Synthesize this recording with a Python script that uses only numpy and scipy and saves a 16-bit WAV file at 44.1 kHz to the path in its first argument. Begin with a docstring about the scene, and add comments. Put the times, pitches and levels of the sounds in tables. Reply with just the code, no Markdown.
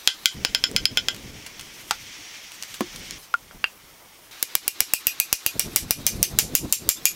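"""Hatchet and wedge at a shed front

At the open front of a shed a hatchet chips quickly at an upright plank and is stuck into the block.
A post is set down, a steel wedge is tapped into its end, then hammered home in a long run of ringing blows.
Each contact is a shaped noise crack plus dying modes and a short yard echo; chips crunch underfoot.
Shaped noise makes the hedge, the field and the gusts on a mono microphone, limited and clipped when loud."""
import sys
import numpy as np
from scipy import signal
from scipy.io import wavfile
from scipy.ndimage import uniform_filter1d

SR = 44100
rng = np.random.default_rng(int(sys.argv[2]) if len(sys.argv) > 2 else 0)


def pcm_store(signal):
    """Save signal as 16-bit PCM."""
    levels = np.round(np.clip(np.atleast_2d(signal), -1, 1) * 32767)
    wavfile.write(sys.argv[1], SR, levels.astype(np.int16).T)


N = 315315  # length [samples]

# hammer on the wedge: (time [s], relative force [dB], crack brightness [dB per octave])
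HAMMER_BLOWS = [(4.4276, -7, 1), (4.553, -1.5, 0.3), (4.6796, -6, 1.8), (4.805, -0.5, -0.5),
                (4.9366, -6.5, 2.5), (5.0695, -9.5, 0.5), (5.2004, -8.5, 2), (5.3281, -1, 1.5),
                (5.4634, -9.5, 0.5), (5.5954, -5, 0.6), (5.761, -2.5, 1.56), (5.9085, -3.5, 1.5),
                (6.0664, -4.5, 1.5), (6.229, -2.5, 2.5), (6.3882, 3, 1.5), (6.5523, -3.5, 3.5),
                (6.7255, -2.5, 3), (6.8906, -2, 2.7), (7.0549, -9, 3)]
# hold of the wood on the wedge; the blade note mostly climbs and the yard answers more:
# (time [s], blade note [Hz], its level [dB], clang level [dB], yard echo level [dB]), all levels relative
WEDGE_GRIP = [(4.43, 5900, -25, -6, -7), (4.9, 5770, -9.5, 5, -2.5), (5.46, 5800, -13, 0.5, -3.5),
              (5.6, 5900, -7, -3, -0.5), (6.23, 6350, -6.5, -1, 3), (6.42, 7300, -8, 1, 6),
              (6.89, 7480, 0, -3.5, 4), (7.05, 6950, 3.5, 3.5, 1.5)]
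# wedge damped by hand and wood, its modes merging into a clang:
# (nominal frequency [Hz], relative level [dB], t60 [s])
WEDGE_MODES = [(2445, -18, .045), (2790, -20, .022), (4700, -22, .015), (4920, -22, .015), (7930, -21, .03),
               (9940, -21, .012), (11520, -13, .022), (11880, -10, .02), (12900, -22, .015),
               (14700, -14, .025)]
# colour of steel on steel: (frequency [Hz], relative level [dB])
STEEL_COLOUR = [(40, -7.5), (200, -4.5), (600, -8.5), (1200, -10.5), (1900, -5), (2600, -0.5), (3600, -5.5),
                (5600, 0.5), (8000, -0.5), (12000, 2), (16000, -1)]


def hammering():
    """Steel meets steel: a crack, a damped clang and a blade note that follow the grip of the wood."""
    ring_lag = 0.93  # the clang's modes fall back by this many dB per dB of force
    when, *grip = np.transpose(WEDGE_GRIP)
    rows = []
    for s, force_db, tilt_db in HAMMER_BLOWS:
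        note_hz, note_db, clang_db, echo_db = (np.interp(s, when, column) for column in grip)
        rows.append((s, force_db, tilt_db, clang_db - ring_lag * force_db, echo_db, note_hz, note_db))
    return strikes(rows, WEDGE_MODES, STEEL_COLOUR, level_db=7.5, ring_db=-6.5, wet_db=1.0,
                   crack_s=0.00095, push=2.41, near_s=.0018, near_gain=.5, blade_t60=.008)


# hatchet on the plank:
# (time [s], relative force [dB], crack brightness [dB per octave], relative note of the axe head [dB])
HATCHET_CHOPS = [(.075, 6.5, 1, -15), (0.2577, 2.5, 5, -12), (0.4494, -2, -1, -9.5), (0.5486, -5, 0, -1.5),
                 (.6396, -7, -0.5, 1), (0.7635, -4.5, 1.5, -0.5), (0.8552, -0.5, 2, 0),
                 (0.9729, -6.5, -1, -4), (1.085, -8, -0.6, -6)]
# ring and yard echo, both weaker from the second row on:
# (from time [s], relative ring level [dB], relative yard echo level [dB])
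CHOP_RESONANCE = [(0, 3, -4), (.345, -5, -10)]
# modes of hatchet and plank: (nominal frequency [Hz], relative level [dB], t60 [s])
HATCHET_MODES = [(1420, -18.5, 0.045), (1563, -19.5, 0.053), (2052, -21, 0.056), (2450, -11, 0.012),
                 (2996, -17, 0.057), (3133, -5, 0.02), (3396, -7, 0.015), (3900, -52, 0.018),
                 (7070, -17.5, 0.036)]
# colour of blade on plank: (frequency [Hz], relative level [dB])
CHOP_COLOUR = [(60, -7.5), (500, -3), (1100, -3.5), (1600, 0.5), (3200, 6.5), (5500, 6), (7200, -1.5),
               (8500, -3.5), (11000, -7), (16000, -10.5)]


def chopping():
    """Fibres crack; a harder chop raises crack and head note, while the ring of the modes stays even."""
    head_hz, ring_lag = 5150, 1  # nominal note [Hz], fall of the modes in dB per dB of force
    rows = []
    for s, force_db, tilt_db, head_db in HATCHET_CHOPS:
        _, ring_db, echo_db = CHOP_RESONANCE[int(s > CHOP_RESONANCE[1][0])]
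        rows.append((s, force_db, tilt_db, ring_db - ring_lag * force_db, echo_db, head_hz, head_db))
    return strikes(rows, HATCHET_MODES, CHOP_COLOUR, level_db=-1, ring_db=3, wet_db=-3,
                   crack_s=0.0011, push=2.58, near_s=0.0068, near_gain=0.26, blade_t60=.028)


# light taps that seat the wedge, all levels relative: (time [s], force [dB], brightness [dB per octave],
# ring level [dB], yard echo level [dB], nominal blade note [Hz], its level [dB])
WEDGE_TAPS = [(3.3406, -17, 0.2, -23, -14, 1414, 9), (3.511, -48, -5.5, -4, -4, 1380, -1),
              (3.6417, -12.5, 0.5, -10, -6, 2757, 2)]
# modes of the loose wedge: (nominal frequency [Hz], relative level [dB], t60 [s])
LOOSE_WEDGE_MODES = [(2580, -14, 0.093), (3160, -10, 0.047), (4790, -4.5, 0.021)]
# colour of a light tap: (frequency [Hz], relative level [dB])
TAP_COLOUR = [(60, -18), (800, 5), (1550, 16.5), (2300, 9.5), (4500, -5), (8000, -13), (16000, -22)]


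def tapping():
    """A loose wedge rings longer under soft contacts; its blade note ends higher as the wood grips."""
    return strikes(WEDGE_TAPS, LOOSE_WEDGE_MODES, TAP_COLOUR, level_db=2.5, ring_db=4.5, wet_db=-14.0,
                   crack_s=0.0014, push=0.29, near_s=0.00066, near_gain=0.12, blade_t60=0.039)


# hatchet left in the block, all levels relative:
# (time [s], force [dB], brightness [dB per octave], ring level [dB], yard echo level [dB])
BLOCK_HIT = [(1.9099, -8.5, 0, 0, -3)]
# modes of the block: (nominal frequency [Hz], relative level [dB], t60 [s])
BLOCK_MODES = [(640, -15, .015), (800, -13, .015), (950, -10, .018), (1130, -9, .018), (1400, -12, .018),
               (4550, -17, .012)]
# colour of blade in block: (frequency [Hz], relative level [dB])
BLOCK_COLOUR = [(60, -5), (400, -10), (900, 12), (2000, 4), (4600, 5), (8000, -0.5), (16000, -13)]


def lodging():
    """The blade sticks in the block, whose heavily damped modes give a short knock."""
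    return strikes(BLOCK_HIT, BLOCK_MODES, BLOCK_COLOUR, level_db=2.5, ring_db=3.0, wet_db=-8.5,
                   crack_s=0.0022, push=2.5, near_s=0.0045, near_gain=0.43)


# post set on the ground, all levels relative:
# (time [s], force [dB], brightness [dB per octave], ring level [dB], yard echo level [dB])
POST_LANDING = [(2.8076, -16.5, 0, 0, -7)]
# modes of the post: (nominal frequency [Hz], relative level [dB], t60 [s])
POST_MODES = [(215, -7, .03), (265, 1, .03), (315, -14, .13), (355, -15, .13), (1082, -16, .04),
              (1410, -22, .04)]
# colour of post on ground: (frequency [Hz], relative level [dB])
GROUND_COLOUR = [(40, -8), (120, 3), (250, 16), (1000, 9.5), (2200, 3.5), (6000, -6), (16000, -9)]


def setting_down():
    """The post lands on the ground with a dull contact and low wooden modes."""
    return strikes(POST_LANDING, POST_MODES, GROUND_COLOUR, level_db=2, ring_db=6, wet_db=-9.0,
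                   crack_s=0.0023, push=1.6, near_s=0.0017, near_gain=0.2)


# chips underfoot and small handling clicks: (time [s], relative level [dB], decay to 1/e [s])
CHIP_CLICKS = [(.714, -24.5, 0.00086), (1.146, -28, 0.0018), (1.1634, -31, 0.0016), (1.463, -32, 0.0077),
               (1.595, -31.5, 0.005), (1.61, -31, 0.0036), (2.519, -29.5, 0.0012), (2.6254, -20, 0.0012),
               (2.634, -26.5, 0.0018), (2.741, -33, 0.0092), (2.96, -34.5, 0.0068), (3.109, -24.5, 0.0014)]
# colour of snapping chips: (frequency [Hz], relative level [dB])
CHIP_COLOUR = [(100, -28), (1000, -4.5), (2500, 2.5), (5500, 1), (9000, -2), (16000, -11)]


def crunches():
    """Dry chips snap in tiny clusters of clicks: noise of uneven size that dies away."""
    out, t = np.zeros(N), moments()
    for s, db, decay_s in CHIP_CLICKS:
        uneven_decay = np.exp(.5 * rng.standard_normal(len(t)) - t / decay_s)
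        snaps = coloured(rng.standard_normal(len(t)) * uneven_decay, CHIP_COLOUR)
        add(out, s, gain_of(db + 1.5) * yard(snaps, wet_db=-15, near_s=0.0014, near_gain=0.17))
    return out


# steady background, stepping in level at each row: (from time [s], hedge level [dB], field level [dB],
# rustle level [dB], buffeting level [dB], drone level [dB])
BACKGROUND_LEVELS = [(0, -62, -47.5, -47.5, -59, -66), (0.347, -45, -85, -61, -57.5, -72),
                     (3.185, -54, -68, -63, -60.5, -80), (4.31, -51.5, -45.5, -50, -62, -69),
                     (5.54, -58.5, -50, -48.5, -61, -56.5)]
# swells above that background: (peak time [s], level [dB], length [s])
GUST_SWELLS = [(0.398, -36.5, 0.17), (0.74, -36, 0.082), (.92, -40.5, 1.0), (1.95, -51.5, 0.42),
               (3.02, -45.5, 0.32), (3.58, -52, 0.2), (5.563, -26.5, 0.016), (5.659, -30, 0.056),
               (5.82, -35, 0.032), (6.215, -26.5, 0.068), (6.303, -33, 1), (6.439, -15.5, 0.045),
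               (6.622, -22, 0.083), (6.881, -31.5, 0.041)]
# hedge swells: (peak time [s], level [dB], length [s])
WIND_IN_HEDGE = [(2.3, -44, 0.52), (3.0, -43.5, 0.5)]
# field swell: (peak time [s], level [dB], length [s])
WIND_OVER_FIELD = [(5.6, -50, 2.5)]
# fine rustles: (peak time [s], level [dB], length [s])
RUSTLE_SWELLS = [(1.87, -45.5, 0.24), (2.68, -46.5, 0.25), (3.0, -48.5, .18), (3.23, -41.5, 0.065)]
# the far drone comes and goes: (peak time [s], level [dB], length [s])
FAR_DRONE_SWELLS = [(1.95, -61.5, 0.87), (4.903, -57.5, 0.59)]
# spectrum of still air, also of the faint noise that widens the channels:
# (frequency [Hz], relative level [dB per Hz])
AIR_SPECTRUM = [(25, -4), (100, -6.5), (450, 0.5), (1100, 2), (2700, -11.5), (4200, -21.5), (8000, -8),
                (16000, -6)]
# spectrum of wind in the hedge: (frequency [Hz], relative level [dB per Hz])
HEDGE_SPECTRUM = [(300, -41), (900, -15), (1600, -5.5), (2200, 2), (2650, -2.5), (3200, 0.5), (3950, -5.5),
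                  (4500, -4), (5050, -4.5), (5600, -0.5), (6700, -6), (8000, -14), (11000, -21.5),
                  (16000, -60)]
# spectrum of wind over the field: (frequency [Hz], relative level [dB per Hz])
FIELD_SPECTRUM = [(100, -39), (330, 7), (600, -2), (1200, 7), (1700, 6), (2500, 6.5), (3100, 4),
                  (3800, 11.5), (4700, 5), (5900, 3.5), (7500, -2), (10000, -24), (16000, -8)]
# spectrum of fine rustle: (frequency [Hz], relative level [dB per Hz])
RUSTLE_SPECTRUM = [(500, -4), (4000, 5), (7000, 2.5), (10000, 0.5), (13500, 3), (16000, -14)]
# spectrum of the far drone: (frequency [Hz], relative level [dB per Hz])
DRONE_SPECTRUM = [(200, -28), (255, -12), (280, 0), (310, -9), (350, -5), (420, -28), (1500, -50)]
# spectrum of wind buffeting the microphone: (frequency [Hz], relative level [dB per Hz])
BUFFET_SPECTRUM = [(20, 14), (40, 3), (90, 2.5), (200, 2.5), (330, -1.5), (500, -6.5), (800, -15.5),
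                   (1500, -30), (4000, -60)]


def outdoors():
    """Shaped noise for still air, hedge, field, fine rustle, a far drone and gusts on the microphone."""
    _, hedge_db, field_db, rustle_db, buffet_db, drone_db = np.transpose(BACKGROUND_LEVELS)
    air = gain_of(-51.5) * wash(AIR_SPECTRUM, patchy_db=1.7, flutter_db=1.0)
    hedge = strength(hedge_db, WIND_IN_HEDGE) * wash(HEDGE_SPECTRUM, patchy_db=0.85, flutter_db=0.94)
    field = strength(field_db, WIND_OVER_FIELD) * wash(FIELD_SPECTRUM, patchy_db=0.8, flutter_db=0.0)
    rustle = strength(rustle_db, RUSTLE_SWELLS) * wash(RUSTLE_SPECTRUM, patchy_db=3.9, flutter_db=3.5)
    drone = strength(drone_db, FAR_DRONE_SWELLS) * wash(DRONE_SPECTRUM, patchy_db=3.5, flutter_db=3.5)
    gusts = strength(buffet_db, GUST_SWELLS) * wash(BUFFET_SPECTRUM, patchy_db=2.5, flutter_db=2.0)
    return low_pass(air + hedge + field + rustle + drone + gusts, 15800)


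def strength(steady_db, swells):
    """Amplitude over time: steady within each stretch, plus rounded swells confined to their own stretch."""
    end_drop_db, rise_share = 5.5, 0.54  # fall at both ends of a swell, share of its length spent rising
    t, starts = np.arange(N) / SR, [row[0] for row in BACKGROUND_LEVELS[1:]]
    stretch = np.searchsorted(starts, t)
    power = gain_of(steady_db)[stretch] ** 2
    for s, db, length in swells:
        inside = stretch == np.searchsorted(starts, s)
        away = (t[inside] - s) / length
        away = away / np.where(away < 0, rise_share, 1 - rise_share)
        power[inside] += gain_of(db - end_drop_db * away ** 2) ** 2
    return np.sqrt(power)


def wash(spectrum, patchy_db, flutter_db):
    """Noise of rms 1 with patches drifting over time and frequency, and a flutter shared by all bands."""
    frames, hz = N // 256 + 5, np.fft.rfftfreq(1024, 1 / SR)
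    a, b, patches = rng.standard_normal((3, frames, len(hz)))
    patches = uniform_filter1d(patches, size=10, axis=0)
    patches = evened(uniform_filter1d(patches, size=10, axis=1))
    flutter = evened(uniform_filter1d(rng.standard_normal(frames), size=5))[:, None]
    level_db = read(spectrum, hz) + patchy_db * patches + flutter_db * flutter
    z = (a + 1j * b) * gain_of(level_db)
    return evened(signal.istft(z.T, nperseg=1024, noverlap=768)[1][:N])


def strikes(rows, modes, colour, level_db, ring_db, wet_db, crack_s, push, near_s, near_gain, blade_t60=None):
    """Each blow is a crack plus the ring of the struck thing, heard across the yard."""
    out = np.zeros(N)
    for s, force_db, tilt_db, own_ring_db, echo_db, *blade in rows:
        sound = coloured(crack(crack_s, push), colour, tilt_db)
        sound = sound + gain_of(ring_db + own_ring_db) * ring(modes)
        if blade:  # a steel blade adds its own note
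            sound = sound + ring([(*blade, blade_t60)])
        heard = yard(sound, wet_db + echo_db, near_s, near_gain)
        add(out, s, gain_of(level_db + force_db) * heard)
    return out


def crack(decay_s, push):
    """A first sharp push, then a brief burst of crushing fibres or chattering steel, even in all bands."""
    t = moments()
    burst = rng.standard_normal(len(t)) * np.exp(-t / decay_s) + push * (t == 0)
    power = uniform_filter1d(abs(np.fft.fft(burst)) ** 2, size=41, mode="wrap")
    energy = decay_s * SR / 2 + push ** 2
    return causal(burst, .5 * np.log(energy / power))


def ring(modes):
    """Dying modes start from rest, neighbours in opposite directions; each blow lands a little differently."""
    t = moments()
    hz, db, t60 = np.transpose(modes)[:, :, None]
    share, detune = rng.standard_normal((2, len(modes), 1))
    sign = (-1) ** np.arange(len(modes))[:, None]
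    waves = sign * np.sin(2 * np.pi * hz * (1 + .003 * detune) * t)
    onset = 1 - np.exp(-2 * t * hz)
    return (gain_of(db + .5 * share - 60 * t / t60) * waves * onset).sum(0)


# decay of the yard's scatter: (frequency [Hz], t60 [s])
YARD_DECAY = [(200, 0.04), (1500, 0.086), (3000, 0.099), (6000, 0.11), (12000, 0.11), (16000, 0.064)]
# colour of the yard's scatter: (frequency [Hz], relative level [dB])
YARD_TONE = [(100, 12.5), (600, 11), (1500, 5.5), (3000, 6.5), (6000, 3.5), (10000, -3), (16000, -2)]


def yard(x, wet_db, near_s, near_gain):
    """One near reflection, then dense scatter from ground, sacks and shed that dies quickly."""
    t = moments()
    build_up = np.clip((t - .003) / 0.0029, 0, 1)
    hz, when, z = signal.stft(rng.standard_normal(len(t)) * build_up, SR, nperseg=128)
    decay = gain_of(-60 * when / read(YARD_DECAY, hz)[:, None])
    tail = signal.istft(z * decay, SR, nperseg=128)[1][:len(t)]
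    echo = gain_of(wet_db) * coloured(tail / np.linalg.norm(tail), YARD_TONE)
    echo[round(near_s * SR)] += near_gain
    return x + signal.fftconvolve(x, echo)[:len(t)]


def coloured(x, colour, tilt_db=0):
    """Gives a sound a spectrum, tilted about 4 kHz."""
    hz = abs(np.fft.fftfreq(len(x), 1 / SR))
    octaves = np.log2(np.maximum(hz, 300) / 4000)
    return causal(x, np.log(gain_of(read(colour, hz) + tilt_db * octaves)))


def causal(x, log_gain):
    """Filters by a gain curve in minimum phase, without any sound ahead of the attack."""
    return np.fft.ifft(np.fft.fft(x) * np.exp(np.conj(signal.hilbert(log_gain)))).real


def moments(size=8192):
    """Time axis of one blow [s]."""
    return np.arange(size) / SR


def gain_of(db):
    """Decibels to amplitude."""
    return 10 ** (np.asarray(db) / 20)


def evened(x):
    """Scales to rms 1."""
    return x / np.sqrt(np.mean(x ** 2) + 1e-20)


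def read(points, hz):
    """Reads a table on a log-frequency axis."""
    f, value = np.transpose(points)
    return np.interp(np.log(hz + 1), np.log(f + 1), value)


def add(mix, s, sound):
    """Mixes a sound in at time s."""
    part = mix[round(s * SR):][:len(sound)]
    part += sound[:len(part)]


def low_pass(x, hz):
    """Steep cut above hz."""
    return signal.oaconvolve(x, signal.firwin(301, hz, window=("kaiser", 9), fs=SR), "same")


def scene():
    """Work and weather at one microphone; a very faint independent noise per channel gives slight width."""
    woodwork = hammering() + chopping() + tapping() + lodging() + setting_down() + crunches()
    mono = woodwork + outdoors()
    width = [gain_of(-65.5) * wash(AIR_SPECTRUM, patchy_db=5.5, flutter_db=2) for channel in range(2)]
    return mono + np.array(width)


def record(dry, low_cut_hz=32, limit_db=-7, recover_db_per_s=290, attack_s=0.0033, ceiling=1.0):
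    """A limiter clamps down just after a loud crack and lets go steadily; peaks that slip past it clip."""
    over_db = np.maximum(20 * np.log10(abs(dry).max(0) + 1e-9) - limit_db, 0)
    fall = np.arange(N) * recover_db_per_s / SR
    held_db = np.maximum.accumulate(over_db + fall) - fall
    lag = np.exp(-1 / (attack_s * SR))
    duck_db = signal.lfilter([1 - lag], [1, -lag], held_db)
    clipped = np.clip(dry / gain_of(duck_db), -ceiling, ceiling)
    low_cut = signal.butter(2, low_cut_hz, "highpass", fs=SR, output="sos")
    lean = signal.sosfilt(low_cut, clipped)
    return np.array([low_pass(channel, 16400) for channel in lean])


dry = scene()
out = record(dry)
pcm_store(out)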